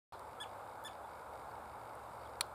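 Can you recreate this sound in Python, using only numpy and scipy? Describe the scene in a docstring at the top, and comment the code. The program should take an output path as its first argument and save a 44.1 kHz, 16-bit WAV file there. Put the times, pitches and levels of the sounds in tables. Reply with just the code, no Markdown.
"""Soft plastic clicks and the roar and hum of far traffic open out of a short silence. A tern calls
twice over a reed-fringed pond, each call an arching stack of harmonics that echoes off the banks.
A small bird whistles faintly. Up close, a camera's focus motor ticks in short runs, ringing its gears,
and the plastic body gives one loud snap near the end. The sound is nearly mono."""
import sys
import numpy as np
from scipy import signal
from scipy.io import wavfile
from scipy.ndimage import uniform_filter1d

SR = 44100
rng = np.random.default_rng(int(sys.argv[2]) if len(sys.argv) > 2 else 0)


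def dump_mix(stems):
    """Bounce the given channels to the path in sys.argv[1] as a 16-bit WAV at rate SR."""
    frames = np.atleast_2d(stems).T  # one column per channel
    limited = np.clip(frames, -1, 1)  # hard clip at full scale
    pcm = np.round(limited * 32767).astype(np.int16)
    wavfile.write(sys.argv[1], SR, pcm)


N = 112014


def amp(db):
    return 10 ** (np.asarray(db, float) / 20)


def unit_rms(x):
    return x / np.sqrt(np.mean(x ** 2) + 1e-20)


def add(mix, start_s, sound):
    part = mix[..., round(start_s * SR):][..., :sound.shape[-1]]
    part += sound[..., :part.shape[-1]]


def jitter(count, smoothing):
    """Smoothed noise of rms 1."""
    return unit_rms(uniform_filter1d(rng.standard_normal(count), size=smoothing))


def drift(t, top_hz):
    """Slow random wander of rms 1."""
    rates = np.geomspace(.2, top_hz, 20)
    return unit_rms(sum(np.sin(2 * np.pi * (hz * t + rng.random())) / np.sqrt(hz) for hz in rates))


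def ring(modes, gains, rise_s, stretch=1, phase=0):
    """Dying sines of a struck object; neighbouring modes alternate in polarity."""
    t = np.arange(3000) / SR
    tones = 0
    for k, (gain, (hz, db, t60)) in enumerate(zip(gains, modes)):
        decay = amp(db - 60 * t / (t60 * stretch))
        tones += (-1) ** k * gain * decay * np.sin(2 * np.pi * hz * t + phase * k)
    return tones * np.minimum(t / rise_s, 1)


def housing_notch_db(hz, centre_hz=5650, width_hz=600, depth_db=-16):
    """The microphone housing swallows a band of the tern's voice."""
    return depth_db * np.exp(-((hz - centre_hz) / width_hz) ** 2)


# Contour of a call: (position [share of length], pitch [share of top pitch], level [dB])
CALL_CONTOUR = [(0, .94, -12), (.06, .945, -2), (.23, .975, 0), (.36, .997, 0), (.48, 1.0, 0),
                (.62, .97, -2), (.74, .89, -6), (.82, .78, -10), (.92, .66, -13), (1, .62, -20)]


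def tern_call(length_s, top_hz, gain_db, rise_depth, harmonics_db, dulling_db=-30, rasp=.8):
    """A clean harmonic cry that arches, then turns dull and raspy as its pitch drops."""
    position, pitch, db = np.transpose(CALL_CONTOUR)
    progress = np.arange(0, 1, 1 / (length_s * SR))
    arch = uniform_filter1d(np.interp(progress, position, pitch), size=150, mode="nearest")
    drop = (1 - arch) * (progress > position[np.argmax(pitch)])
    hz = top_hz * (1 - drop - rise_depth * (1 - arch - drop))
    shake = jitter(4000, smoothing=30)[:len(progress)]
    cycles = np.cumsum(hz * (1 + (0.003 + 0.05 * drop) * shake)) / SR
    voice = 0
    for k, harmonic_db in enumerate(harmonics_db, 1):
        colour_db = dulling_db * max(k - 3, 0) * drop ** 2 + housing_notch_db(k * hz)
        voice += amp(harmonic_db + colour_db) * np.sin(2 * np.pi * k * cycles)
    envelope = amp(gain_db + np.interp(progress, position, db)) * np.minimum((1 - progress) * 30, 1)
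    return np.sqrt(2) * envelope * voice * (1 + rasp * drop * shake[::-1])


# Tern cues: (start [s], length [s], top pitch [Hz], gain [dB], echo send [dB], rise depth [0-1])
TERN_CALLS = [(0.4012, 0.0475, 1738, -46, -10, 1.0), (0.8462, .0468, 1770, -49.5, 4, .68)]
# Tone of each call, the bird facing differently: (harmonic 1 [dB], ..., harmonic 8 [dB])
CALL_HARMONICS = [
    [-6, 0, -15.5, -20, -12.5, -18, -26, -35],
    [-4, 0, -7, -11, -13, -10.5, -18, -29],
]
# Slapback off the banks: (delay [s], gain on the echo send [dB])
BANK_ECHOES = [(.045, -21.5), (0.188, -30)]


def tern(reeds_db=-11.5, reeds_t60=0.17, echo_top_hz=8000):
    """Two calls over the pond: the reeds scatter a short tail, the banks return darker echoes."""
    out = np.zeros(N)
    t = np.arange(SR // 2) / SR
    for (start, length, top_hz, gain_db, send_db, depth), harmonics in zip(TERN_CALLS, CALL_HARMONICS):
        call = tern_call(length, top_hz, gain_db, depth, harmonics)
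        tail = rng.standard_normal(len(t)) * amp(-60 * t / reeds_t60) * np.minimum(t / 0.011, 1)
        add(out, start, call)
        add(out, start, amp(reeds_db) * signal.fftconvolve(call, tail / np.linalg.norm(tail)))
        echo = signal.lfilter(*signal.butter(2, echo_top_hz, fs=SR), call)
        for delay, bank_db in BANK_ECHOES:
            add(out, start + delay, amp(bank_db + send_db) * echo)
    return out


# Snap cues: (time [s], gain [dB], tilt [dB/octave], time stretch [x], rattle [dB], stereo side [dB])
BODY_SNAPS = [(0.122, -54.5, -13, 0.57, -11.5, -19), (0.1328, -53.5, -4, .8, -11.5, -40),
              (0.194, -52.5, 5, 0.37, -30, -43), (0.8394, -50, 15, 0.56, -35, -21),
              (1.953, -55.5, 14, .4, -38, -38), (2.4087, -20, 1, 1.04, -35.5, -30.5),
              (2.4655, -61, 10, 0.41, -38, -35)]
# Ring of the plastic shell: (pitch [Hz], level before tilt [dB], t60 before stretch [s])
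BODY_MODES = [(940, -6, 0.01), (1130, -3.5, 0.012), (1314, -6.5, 0.017), (2370, -2, 0.0085),
              (3200, -7.5, 0.0062), (3953, -1, 0.011), (4267, -1, 0.011), (4700, -5.5, 0.014),
              (5770, -12.5, 0.0093), (7580, -7, 0.0077), (8700, -6, 0.0059), (9130, -0.5, 0.0089),
              (9800, -5, 0.0033), (10630, -6, 0.0074), (12150, -12, 0.0037), (14300, -16, 0.008),
              (15300, -14, .008)]
# Slips within one snap: (delay before stretch [s], level [dB])
SNAP_SLIPS = [(0, 0), (.0005, -3), (.0011, 0), (.002, -3), (.0033, -15), (.0062, -21), (.0085, -24)]


def body_snaps(rattle_hz=3950, rattle_t60=.18, tilt_top_hz=10300):
    """The plastic slips in a few quick steps, ringing the body and leaving a short rattle."""
    out = np.zeros((2, N))
    t = np.arange(8000) / SR
    rattle_band = signal.butter(2, [rattle_hz * 0.8, rattle_hz * 1.2], "band", fs=SR)
    for start, gain_db, tilt_db, stretch, rattle_db, side_db in BODY_SNAPS:
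        gains = amp([tilt_db * np.log2(min(hz, tilt_top_hz) / 6000) for hz, _, _ in BODY_MODES])
        blow = np.array([ring(BODY_MODES, gains, 0.00025, stretch),
                         ring(BODY_MODES, gains, 0.00019, stretch, phase=0.84)])
        snap = np.zeros((2, len(t)))
        for delay, slip_db in SNAP_SLIPS:
            add(snap, delay * stretch, amp(slip_db) * blow)
        mid, side = snap / np.linalg.norm(snap[0, :200]) * 5.98  # even out the attack energy
        rattle = unit_rms(signal.lfilter(*rattle_band, rng.standard_normal(len(t))))
        mid = mid + amp(rattle_db - 60 * t / rattle_t60) * rattle
        add(out, start, amp(gain_db) * (mid + amp(side_db) * side * [[1], [-1]]))
    return out


# Bursts of ticking: (start [s], end [s], gain [dB])
MOTOR_RUNS = [(0.232, .355, -64.5), (0.473, .535, -63.5), (0.593, .615, -68), (0.675, .755, -62.5),
              (0.912, .955, -62.5), (1.074, 1.215, -64), (1.335, 1.415, -63), (1.514, 1.515, -63.5),
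              (1.554, 1.555, -63), (1.656, 1.755, -64), (1.794, 1.895, -65), (1.934, 1.935, -64),
              (1.993, 1.995, -65), (2.036, 2.055, -65.5), (2.094, 2.295, -63), (2.335, 2.356, -62.5)]
# Ring of the gears: (pitch [Hz], level [dB], t60 [s])
GEAR_MODES = [(2190, 5.5, 0.021), (2980, 2.5, 0.0081), (3770, 0.5, 0.018), (4550, 0, 0.013),
              (4940, -6, 0.028), (5540, -5.5, 0.013), (9170, 3.5, 0.0081)]


def focus_motor(tick_s=1 / 50, spread_db=1.5):
    """The motor steps fifty times a second while it runs, each uneven step ringing the gears."""
    steps = np.zeros(N)
    unevenness_db = spread_db * rng.standard_normal(N)
    for start, end, db in MOTOR_RUNS:
        ticks = np.round(np.arange(start, end + tick_s / 4, tick_s) * SR).astype(int)
        steps[ticks] = amp(db + unevenness_db[ticks])
    return signal.oaconvolve(steps, ring(GEAR_MODES, np.ones(len(GEAR_MODES)), rise_s=0.0011))[:N]


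# Glide points, one list per whistle: (time [s], pitch [Hz], level [dB])
BIRD_GLIDES = [
    [(1.468, 4330, -84), (1.482, 4430, -79), (1.498, 4740, -75), (1.509, 4380, -77), (1.518, 4450, -78),
     (1.53, 4200, -88)],
    [(2.196, 4370, -86), (2.205, 4300, -71), (2.214, 4650, -80), (2.223, 4780, -75), (2.235, 4740, -79),
     (2.258, 3650, -73), (2.272, 3180, -72), (2.282, 2950, -88)],
]


def small_bird(flutter_db=3.2):
    """Faint whistles: gliding sines whose level flutters."""
    out = np.zeros(N)
    for note in BIRD_GLIDES:
        times, hz, db = np.transpose(note)
        t = np.arange(times[0], times[-1], 1 / SR)
        envelope = amp(np.interp(t, times, db) + flutter_db * jitter(len(t), smoothing=200))
        cycles = np.cumsum(np.interp(t, times, hz)) / SR
        add(out, times[0], np.sqrt(2) * envelope * np.sin(2 * np.pi * cycles))
    return out


# Engine drones: (starting pitch [Hz], glide [Hz/s])
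ENGINE_PITCHES = [(72.8, -0.3), (100.2, 6.5), (215.5, 1)]
# Fader moves of the drones: (time [s], hum 1 [dB], hum 2 [dB], hum 3 [dB])
ENGINE_LEVELS = [(0.2, -77, -71, -80), (0.7, -73.5, -69, -74.5), (1.66, -64, -69.5, -66.5),
                 (1.88, -79, -64, -81), (2.0, -61, -73, -74), (2.14, -90, -69.5, -70.5),
                 (2.2, -64, -69.5, -78), (2.5, -69.5, -66.5, -75)]


def engine_hums(waver_db=2.5):
    """Far engines hum as three low sines that glide slowly and waver in level."""
    out = np.zeros(N)
    t = np.arange(N) / SR
    times, *levels = np.transpose(ENGINE_LEVELS)
    for (hz, glide), db in zip(ENGINE_PITCHES, levels):
        waver = np.interp(t, t[::500], drift(t[::500], top_hz=3.24))
        envelope = amp(np.interp(t, times, db) + waver_db * waver)
        cycles = hz * t + glide * t ** 2 / 2 + rng.random()
        out += np.sqrt(2) * envelope * np.sin(2 * np.pi * cycles)
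    return out


# EQ of the traffic bed: (frequency [Hz], relative level [dB])
ROAR_EQ = [(30, -30), (45, -7.5), (60, -23), (90, -6), (130, -8.5), (170, -22), (230, -13.5), (290, -13.5),
           (400, -9.5), (552, -2.5), (700, -3.5), (880, 1), (1100, -5.5), (1400, -7.5), (1900, -24)]
# Hiss above it, coloured by the microphone housing: (frequency [Hz], relative level [dB])
HISS_EQ = [(2200, -22), (2600, -28), (3100, -33), (3700, -28), (4200, -33), (5000, -33.5), (5500, -39),
           (6200, -40.5), (7000, -35), (8000, -32), (9300, -32), (10500, -34), (12500, -35), (14300, -37.5),
           (15500, -41)]
# Fader moves of the low rumble: (time [s], bass shelf gain [dB])
RUMBLE_GAIN = [(.1, -2.5), (.7, -5.5), (1.2, -2.5), (1.6, 0.5), (2.0, -4.5), (2.5, -5)]


def traffic_roar(level_db=-50, shelf_hz=158):
    """Far traffic blurs into a noise bed with drifting colour, a slow swell and a hiss on top."""
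    frames = N // 256 + 5
    t = np.arange(frames) * 256 / SR
    hz = np.fft.rfftfreq(1024, 1 / SR)
    real, imag, patches = rng.standard_normal((frames, 513, 3)).T
    patches = unit_rms(uniform_filter1d(uniform_filter1d(patches, 8, axis=0), 10, axis=1))
    eq_hz, eq_db = np.transpose(ROAR_EQ + HISS_EQ)
    colour_db = np.interp(np.log(hz + 1), np.log(eq_hz), eq_db, right=-60)[:, None]
    motion_db = 0.77 * patches + 0.26 * drift(t, top_hz=1.5)
    rumble_db = np.interp(t, *np.transpose(RUMBLE_GAIN)) / (1 + (hz[:, None] / shelf_hz) ** 4)
    spectrum = (real + 1j * imag) * amp(colour_db + motion_db + rumble_db)
    noise = signal.istft(spectrum, nperseg=1024, noverlap=768)[1][:N]
    return amp(level_db) * unit_rms(noise)


def scene():
    """Birds and camera over the traffic bed; only the snaps have stereo width."""
    return traffic_roar() + engine_hums() + tern() + small_bird() + focus_motor() + body_snaps()


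def record(dry, low_cut_hz=47, open_s=.1225, high_cut_hz=15950):
    """The microphone cuts the deep bass, opens sharply after a silence and loses the top treble."""
    cut = signal.sosfilt(signal.butter(6, low_cut_hz, "high", fs=SR, output="sos"), dry)
    opened = cut * np.clip((np.arange(N) / SR - open_s) / .001, 0, 1)
    high_cut = signal.firwin(511, high_cut_hz, window=("kaiser", 9), fs=SR)
    return signal.oaconvolve(opened, high_cut[None], "same")


dry = scene()
out = record(dry)
dump_mix(out)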